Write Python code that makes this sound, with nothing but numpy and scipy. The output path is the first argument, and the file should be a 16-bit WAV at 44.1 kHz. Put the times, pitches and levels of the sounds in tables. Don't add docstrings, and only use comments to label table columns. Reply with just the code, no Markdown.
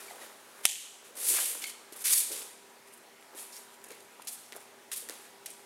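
import sys
import numpy as np
from scipy import signal
from scipy.io import wavfile
from scipy.ndimage import uniform_filter1d

SR = 44100
rng = np.random.default_rng(int(sys.argv[2]) if len(sys.argv) > 2 else 0)


def level_to_linear(level):
    exponent = np.asarray(level, float) / 20
    return 10 ** exponent


def store_wav(level_fs):
    pcm = np.round(np.clip(np.atleast_2d(level_fs), -1, 1) * 32767)
    wavfile.write(sys.argv[1], SR, pcm.T.astype(np.int16))


N = 249284


def evened(x):
    return x / np.sqrt(np.mean(x ** 2) + 1e-20)


def smoothed_twice(x, first, second, axes=(0, 0)):
    return uniform_filter1d(uniform_filter1d(x, first, axes[0]), second, axes[1])


def highpass(x, order, hz):
    return signal.sosfilt(signal.butter(order, hz, "high", fs=SR, output="sos"), x)


def read(points, hz, column=1):
    points = np.array(points)
    return np.interp(np.log(hz + 1), np.log(points[:, 0] + 1), points[:, column])


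def add(mix, s, sound):
    part = mix[round(s * SR):][:len(sound)]
    part += sound[:len(part)]


def colour(x, points):
    log_gain = np.log(level_to_linear(read(points, abs(np.fft.fftfreq(4096, 1 / SR)))))
    taps = np.fft.ifft(np.exp(np.conj(signal.hilbert(log_gain)))).real[:2048]
    return signal.oaconvolve(x, taps / np.linalg.norm(taps))[:N]


def resonate(x, hz, width):
    turn = np.exp(2j * np.pi * hz * np.arange(len(x)) / SR)
    r = np.exp(-np.pi * width / SR)
    return 2 * (turn * signal.lfilter([1 - r], [1, -r], x / turn)).real


def grit(spread_db, flicker_db):
    slips = rng.standard_normal(N) * level_to_linear(spread_db * np.minimum(rng.exponential(1, N), 5))
    flicker = evened(smoothed_twice(rng.standard_normal(N), 200, 200))
    return evened(slips * level_to_linear(flicker_db * flicker))


def swells(rows, follows=1, offsets_db=0):
    swell_db = 20
    touch, lift = 0.8, 1.44
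    t, power = np.arange(0, N, 32) / SR, 0
    for (s, db, rise, fall, _), offset_db in zip(rows, offsets_db + np.zeros(len(rows))):
        before = t < s
        away = np.where(before, (s - t) / max(rise, .002), (t - s) / max(fall, .002))
        off_mat = np.maximum(away - np.where(before, touch, lift), 0) * np.where(before, 8, 1.5)
        power = power + level_to_linear(db + offset_db - swell_db * (follows * away + off_mat)) ** 2
    return np.interp(np.arange(N) / SR, t, np.sqrt(power))


def air():
    # (frequency [Hz], level [dB])
    air_spectrum = [(30, -63), (60, -39), (100, -20.5), (160, -16), (230, -11.5), (400, -4.5), (700, -6.5),
                    (1000, -8), (2000, -10), (3000, -14.5), (6000, -18), (10000, -18), (13000, -22),
                    (16000, -29.5)]
    # (frequency [Hz], level [dB], width [Hz])
    fan_tones = [(119.6, -82.5, 4.4), (204.5, -78, 6), (238.4, -72, 22), (396.2, -68, 2), (791, -80, 18),
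                 (835, -71.5, 6.5), (966, -70, 1.1)]
    hz = np.fft.rfftfreq(1024, 1 / SR)
    a, b, patches = rng.standard_normal((N // 256 + 5, 513, 3)).T
    patches = evened(smoothed_twice(patches, 12, 14, (0, 1)))
    z = (a + 1j * b) * level_to_linear(read(air_spectrum, hz)[:, None] + 1.37 * patches)
    out = level_to_linear(-56.5) * evened(signal.istft(z, nperseg=1024, noverlap=768)[1][:N])
    noise = rng.standard_normal(N)
    for hz, db, width in fan_tones:
        steady = 2.6 * np.sin(2 * np.pi * hz * np.arange(N) / SR)
        out += level_to_linear(db) * evened(evened(resonate(noise, hz, width)) + steady)
    return out


def hall(x):
    # (delay [s], level [dB])
    walls = [(.009, -21), (.0108, -23), (.0165, -25), (.0195, -29), (.0255, -27), (.0345, -26),
             (.0395, -27), (.043, -27), (.046, -31), (.058, -27), (.0655, -29), (.076, -33), (.102, -34)]
    # (frequency [Hz], time to fall by 60 dB [s], level [dB])
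    fading = [(200, 0.9, -12), (800, 0.25, 1), (1400, 0.8, -8), (3300, 0.88, 1), (5400, 0.86, -3.5),
              (8500, 0.73, 1), (12900, 0.67, -12.5), (16500, 0.52, -9.5)]
    hz, t, z = signal.stft(rng.standard_normal(SR), SR, nperseg=256)
    tail = signal.istft(z * level_to_linear(-60 * t / read(fading, hz)[:, None]), SR, nperseg=256)[1][:SR]
    tail *= np.clip(np.arange(SR) / SR / 0.041, 0, 1) ** 1.2
    tail *= level_to_linear(-14.5) / np.linalg.norm(tail)
    smears = rng.standard_normal((14, 300)) * np.exp(-np.arange(300) / 60.)
    for (s, db), smear in zip(walls, smears):
        add(tail, s, level_to_linear(db + 2.5) * smear / np.linalg.norm(smear))
    return signal.fftconvolve(x, colour(tail, [(f, db) for f, t60, db in fading]))[:N]


def squeaks():
    # (time [s], peak level [dB], slip rate [Hz], length [ms])
    squeak_events = [(.076, -46.5, 2270, 19), (.098, -47, 2040, 17), (.215, -47.5, 1890, 13),
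                     (1.616, -41.5, 2926, 4.7), (1.636, -34.5, 2180, 13.6), (1.655, -37, 2260, 9),
                     (1.658, -46.5, 3110, 32), (1.676, -45, 2120, 15), (1.694, -54, 2220, 9.9),
                     (1.637, -40, 4350, 9.9), (1.652, -51, 4330, 8.6), (1.694, -50, 4500, 10),
                     (1.618, -48, 2570, 12), (3.52, -55, 5310, 37), (3.562, -49.5, 5700, 28),
                     (3.925, -51, 2250, 12), (5.485, -56, 2500, 40), (5.5, -52, 8500, 40)]
    out = np.zeros(N)
    for (s, db, hz, length_ms), noise in zip(squeak_events, rng.standard_normal((20, 2000))):
        waver = 1 + 0.03 * evened(uniform_filter1d(noise, 60))[:round(length_ms * SR / 1000)]
        turns = np.cumsum(hz * waver) / SR
        tone = sum(level_to_linear(-9 * k) * np.sin(2 * np.pi * (k + 1) * turns) for k in range(3))
        add(out, s, level_to_linear(db) * tone * np.hanning(len(turns)))
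    return out


def thuds():
    # (time [s], peak level [dB], pitch
    # [Hz], decay [ms])
    landings = [(0.11, -35, 713, 8.6), (0.209, -40.5, 514, 13), (1.924, -33.5, 368, 4.4),
                (2.302, -42.5, 434, 27), (2.33, -44, 472, 4.1), (3.349, -40, 386, 5.4),
                (3.907, -38.5, 415, 6.6), (4.1967, -37, 940, 6.3), (4.524, -36, 420, 4.6),
                (4.565, -29.5, 700, 2.6), (5.025, -48, 482, 11), (5.09, -44, 500, 2.7),
                (5.098, -28.5, 448, 3), (5.192, -47.5, 400, 8),
                (.128, -38, 800, 3.3), (.147, -42, 690, 4), (.168, -41.5, 478, 8), (2.345, -52, 385, 8.7),
            (4.53, -29, 1980, 1.9), (4.567, -45, 534, 8.4), (5.089, -29.5, 1810, 2.5),
            (5.098, -38, 1900, 1.5), (5.105, -35, 1680, 2.3), (5.114, -40, 1400, 3.1), (5.13, -54, 522, 11),
            (.222, -42, 565, 10), (4.526, -48, 376, 9)]
    # (strongest [s], rumble level [dB], rise [s], fall [s], flap over rumble [dB])
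    shifts = [(0.002, -42, 0.011, 0.01, -6), (.11, -54.5, 0.4, 0.24, 5), (.212, -53, 0.053, 0.12, 2),
              (.43, -69, 0.55, 0.67, 10), (0.641, -55.5, 0.14, .003, 2.5), (1.1, -63.5, 0.24, 0.78, 6.5),
              (1.33, -48, 0.43, 0.3, -6), (1.388, -56.5, 0.081, 0.035, 17), (1.526, -55.5, 0.034, 0.4, 0),
              (1.95, -57, 0.041, 0.17, 3), (2.134, -54.5, 0.21, 0.2, -17), (2.304, -48, .006, 0.19, -18),
              (2.345, -49.5, 0.069, 0.043, -1.5), (2.42, -56, 0.204, 0.099, -0.5),
              (3.36, -59.5, 0.23, 0.34, 0.5), (3.914, -53.5, 0.12, 0.075, -2),
              (4.55, -54.5, 0.038, 0.099, 2), (4.716, -60, 0.068, 0.055, -15),
              (5.1, -50, 0.013, 0.064, 1.5), (5.2, -69, 0.26, 0.16, 10)]
    # (frequency [Hz], level [dB])
    foam = [(80, -44), (200, -28), (290, -6.5), (400, 0.5), (500, -2), (650, -13.5), (1000, -41)]
    # (frequency [Hz], level [dB])
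    cloth = [(300, -41.5), (600, -3), (850, -2), (1300, -1), (1800, -3.5), (3000, -19.5)]
    drive = level_to_linear(-2.5) * grit(spread_db=3.5, flicker_db=3.5)
    rumble = drive * swells(shifts)
    flap = drive * swells(shifts, 0.63, np.array(shifts)[:, -1])
    out = colour(rumble, foam) + colour(flap, cloth)
    u = np.arange(4000) / SR
    for (s, db, hz, decay_ms), noise in zip(landings, rng.standard_normal((30, 4000))):
        rough = resonate(resonate(noise, hz * 0.99, 0.89 * hz), hz * 0.99, 0.89 * hz)
        knock = np.cos(2 * np.pi * hz * u) + 0.48 * evened(rough)
        shape = (1 - np.exp(-u / 0.0008)) ** 2 * np.exp(-u * 1000 / max(decay_ms, 1))
        add(out, s - .0015, level_to_linear(db - 3) * knock * shape)
    return highpass(out, 2, 190)


def rubbing():
    # (fastest [s], fizz level [dB], rise
    # [s], fall [s], weight on the sole [dB])
    slides = [(0.002, -47.5, 0.011, 0.46, -5.5), (.226, -48, 0.055, 0.12, -4),
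              (.612, -56.5, 0.64, 0.022, -6), (.648, -40.5, 0.028, 0.0069, -5),
              (1.17, -40, .017, 0.28, -15), (1.295, -22, 0.12, 0.26, -22.5),
              (1.37, -30.5, 0.24, 0.25, -6.5), (1.478, -32.5, 0.22, 0.16, -27),
              (1.698, -39, 0.021, 0.03, -7), (1.678, -36, 0.036, .02, -12), (1.966, -52, 0.024, 0.09, -12),
              (2.026, -42, 0.12, 0.01, -11), (2.056, -23.5, 0.019, 0.23, -11.5),
              (2.125, -20, 0.055, 0.1, -16), (2.184, -19.5, 0.15, 0.084, -23.5),
              (2.364, -36.5, 0.053, 0.16, -11),
              (2.884, -56.5, .03, .025, -7), (2.93, -55, 0.026, 0.087, -19),
               (3.38, -42.5, 0.035, 0.19, -10), (3.426, -43, 0.086, 0.059, -28),
               (3.562, -45.5, 0.092, 0.14, -13.5), (4.14, -65, 0.14, 0.2, 3), (3.74, -56, 0.067, .08, -6),
               (3.856, -56, 0.026, 0.034, -11), (3.905, -55, .01, 0.23, -2),
               (4.324, -39, 0.038, 0.077, -22), (4.346, -45, .05, 0.021, -17), (4.4, -53, 0.17, 0.28, -10),
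               (4.604, -54.5, 0.011, 0.084, -8), (4.964, -34, 0.018, 0.1, -16.5),
               (5.104, -49.5, 0.028, 0.29, -5.5), (5.25, -56, 0.22, 0.052, -21),
               (5.48, -49, 0.018, 0.041, -4), (5.502, -53, .01, 0.25, -9)]
    # (time [s], peak level [dB], rasp over peak [dB], dull part over peak [dB], length [ms])
    scuffs = [(0.2085, -54, 2, -3, 15), (1.0436, -50, -5, -4, 65), (1.152, -46, -19, -18, 18),
              (1.368, -36, -22, 2, 13), (1.619, -36, -3, -3, 16), (1.638, -34.5, 2.5, 0, 9),
              (1.9218, -42, -6.5, -7.5, 20), (1.961, -39.5, -35, -16, 13), (2.006, -38, -9, -12, 14),
              (2.1309, -19, -2.5, -15, 11), (2.3155, -32, -5, -12.5, 32), (2.416, -43.5, -1, 1, 9.6),
              (2.8735, -56, -13, -4, 15), (2.935, -44, -16, -17, 9.2), (3.523, -57, 8.5, -20, 51),
              (3.555, -55, 6, -24, 20), (4.2192, -43, -8, -4, 7.4), (4.248, -46, -15, -14, 8),
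              (4.271, -33.5, -2.5, -8.5, 18), (4.282, -33, -8, -19, 20), (4.9151, -32, -6, -5.5, 21),
              (4.929, -30.5, -8.5, -13, 21), (5.459, -32, -6, -5, 7.5), (5.5015, -37, -16, -20, 6)]
    # (time [s], peak level [dB], rasp
    # over peak [dB], dull part over peak [dB], length [ms])
    ticks_and_peels = [(1.1535, -37, -12, -16, 2), (2.461, -42, -12, -18, 3), (3.0295, -46, -12, -12, .3),
                       (3.2258, -52, 12, 15, .2), (3.3494, -37, -10, -6, .3), (3.8412, -31, -9, -13, .2),
                       (3.9056, -35, -3, 1, .4), (3.917, -37, -5, -12, .4), (4.003, -44, -10, -10, .3),
                       (4.4642, -49, 6, 0, .5), (4.5232, -37, 8, 14, .3), (4.5282, -36, -12, -5, .3),
                       (4.531, -48, 2, 12, .4), (4.538, -49, 6, 6, .4), (4.5585, -43, -8, -10, 1.2),
                       (4.5632, -28, -22, -13, .9), (4.606, -41, -14, -14, .4), (5.029, -54, -6, 8, 1.5),
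                       (5.0878, -33.5, -2, -5, 2), (5.0968, -22, -5, -3, .3), (5.105, -43, 2, 3, .6),
                       (5.113, -42, 0, 2, .6), (5.139, -36, -10, -12, .4),
                       (1.371, -43, 0, 17, 2.2), (1.377, -51, 0, 10, 2.2), (2.018, -36, -17, -17, 17),
             (2.04, -35, 0, -12, 16), (2.973, -49.5, -16, -18, 10), (3.21, -54, -14, -18, 5),
             (3.3545, -36, -14, -13, .2), (3.365, -48, -10, -16, 8), (3.522, -50, -10, -20, 20),
             (3.5668, -29, -10, -16, .2), (4.221, -48, -6, -8, 1), (2.1318, -29, -8, -14, 0.56),
             (3.817, -44, -8, -14, .3), (3.843, -42.5, -3.5, -9, 5.2), (3.866, -50, -14, -16, 7),
             (3.884, -46, -10, -16, 8.7), (3.907, -46, -2, -8, 4), (3.919, -49, 4, -10, 5.3),
             (3.948, -50, -8, -16, 5), (4.004, -49.5, -2, -5, 5), (4.025, -51, -10, -16, 3),
             (4.046, -54, -10, -16, 6), (4.549, -47, -17, -15, 1.7), (4.565, -44, -7, -9, 12),
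             (4.957, -41, -16, -20, 8), (4.976, -35, -20, -18, 14), (5.002, -44, -14, -22, 12),
             (5.467, -38.5, 0.5, -11, 3), (5.511, -42, -2, -18, 2)]
    # (frequency [Hz], level [dB])
    fizz = [(3000, -56), (5500, -18), (7000, -4), (8500, 6), (10000, 9), (12000, 6), (13500, 0),
            (16000, -10.5), (17000, -20)]
    # (frequency [Hz], level [dB])
    rasp = [(1500, -49.5), (3000, -14.5), (4300, -3), (5500, -1.5), (7000, -2), (9000, -22.5), (13000, -42)]
    # (frequency [Hz], level [dB])
    drag = [(100, -27), (500, -11.5), (900, 1.5), (1500, 8.5), (2300, 14.5), (3500, 11), (4800, -5),
            (8000, -42)]
    rows = slides
    slips = grit(spread_db=2.0, flicker_db=-1.2)
    weight_db = np.array(rows)[:, -1]
    layers = level_to_linear(-3.5) * slips * np.array([
        swells(rows),
        swells(rows, 0.99, -3.5 + 0.4 * weight_db),
        swells(rows, 1, weight_db)])
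    u = np.arange(4000) / SR
    bursts = rng.standard_normal((90, 4000))
    for (s, db, rasp_db, dull_db, length_ms), burst in zip(scuffs + ticks_and_peels, bursts):
        length = max(length_ms, .1) / 1000
        shape = (1 - np.exp(-u / 0.0005 - .2)) * np.exp(-(u / length) ** 3)
        burst = burst / np.linalg.norm(burst * shape) * np.linalg.norm(shape) * shape / shape.max()
        burst[0] = 4.7 / (1 + length_ms) ** 2
        for layer, extra_db in zip(layers, (0, rasp_db, dull_db)):
            add(layer, s, level_to_linear(db + extra_db - 6.5) * burst)
    return sum(colour(layer, points) for layer, points in zip(layers, (fizz, rasp, drag)))


def slap():
    # (time [s], level [dB])
    cracks = [(.65272, -13), (.6531, -19), (.6534, -18), (.65383, -4), (.65418, -1), (.65436, -4),
              (.65471, -9), (.6554, -19), (.65715, -5), (.6577, -13), (.6581, -18)]
    # (frequency [Hz], level [dB])
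    palm = [(100, -45), (400, -49), (800, -5), (1250, -10.5), (3000, 0.5), (4500, -6.5), (6000, -4.5),
            (9500, -1), (11400, -2), (13000, -12), (16000, -24)]
    # (frequency [Hz], level [dB])
    palm_around = [(300, -28), (800, -12), (1300, -24), (1800, -6.5), (3200, -6.5), (4900, -8), (6400, -1),
                   (9000, -2.5), (11000, 2), (14000, -1), (16000, -25)]
    clicks, bounced, around = np.zeros((3, N))
    u = np.arange(400) / SR
    first, closing = cracks[0][0], cracks[3][0]
    for s, db in cracks:
        add(clicks if s < first + .003 else bounced, s, [-level_to_linear(db)])
    fingers = rng.standard_normal(400) * np.exp(-u / 0.0052)
    add(bounced, cracks[-1][0], level_to_linear(-31) * fingers)
    skin = rng.standard_normal(400) * np.exp(-u / .0008)
    add(clicks, closing, level_to_linear(-18) * skin)
    clicks += highpass(bounced, 2, 1900)
    direct = level_to_linear(3.9) * colour(clicks, palm)
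    add(direct, first, level_to_linear(-23.5) * np.sin(2 * np.pi * 700 * u) * np.exp(-u / 0.0018))
    add(direct, closing, level_to_linear(-30.5) * np.sin(2 * np.pi * 1380 * u) * np.exp(-u / 0.0031))
    add(around, cracks[4][0], [level_to_linear(16.5)])
    around = colour(around, palm_around)
    cupped = resonate(around, 3000, 530)
    return direct, around + level_to_linear(-1) * cupped


def scene():
    feet = rubbing() + thuds() + squeaks()
    direct, around = slap()
    return (feet + direct + hall(feet + around) + air())[None]


def roll_off(x):
    return signal.sosfilt(signal.butter(12, 16860, fs=SR, output="sos"), x)


def record(dry):
    dry = highpass(dry, 1, 120)
    treble_edge = signal.firwin(511, 15880, window=("kaiser", 4), fs=SR)
    dry = signal.oaconvolve(dry, treble_edge[None], "same")
    power_db = 10 * np.log10(abs(signal.lfilter([.02], [1, -.98], dry[0] ** 2)) + 1e-12)
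    fall = np.arange(N) * 14.0 / SR
    over_db = np.maximum(np.maximum.accumulate(power_db + fall) - fall + 19.5, 0)
    late_db = np.roll(signal.lfilter(np.ones(200) / 200, 1, over_db), 130)
    squeeze = .8
    return roll_off(dry / level_to_linear(squeeze * late_db))


dry = scene()
out = record(dry)
store_wav(out)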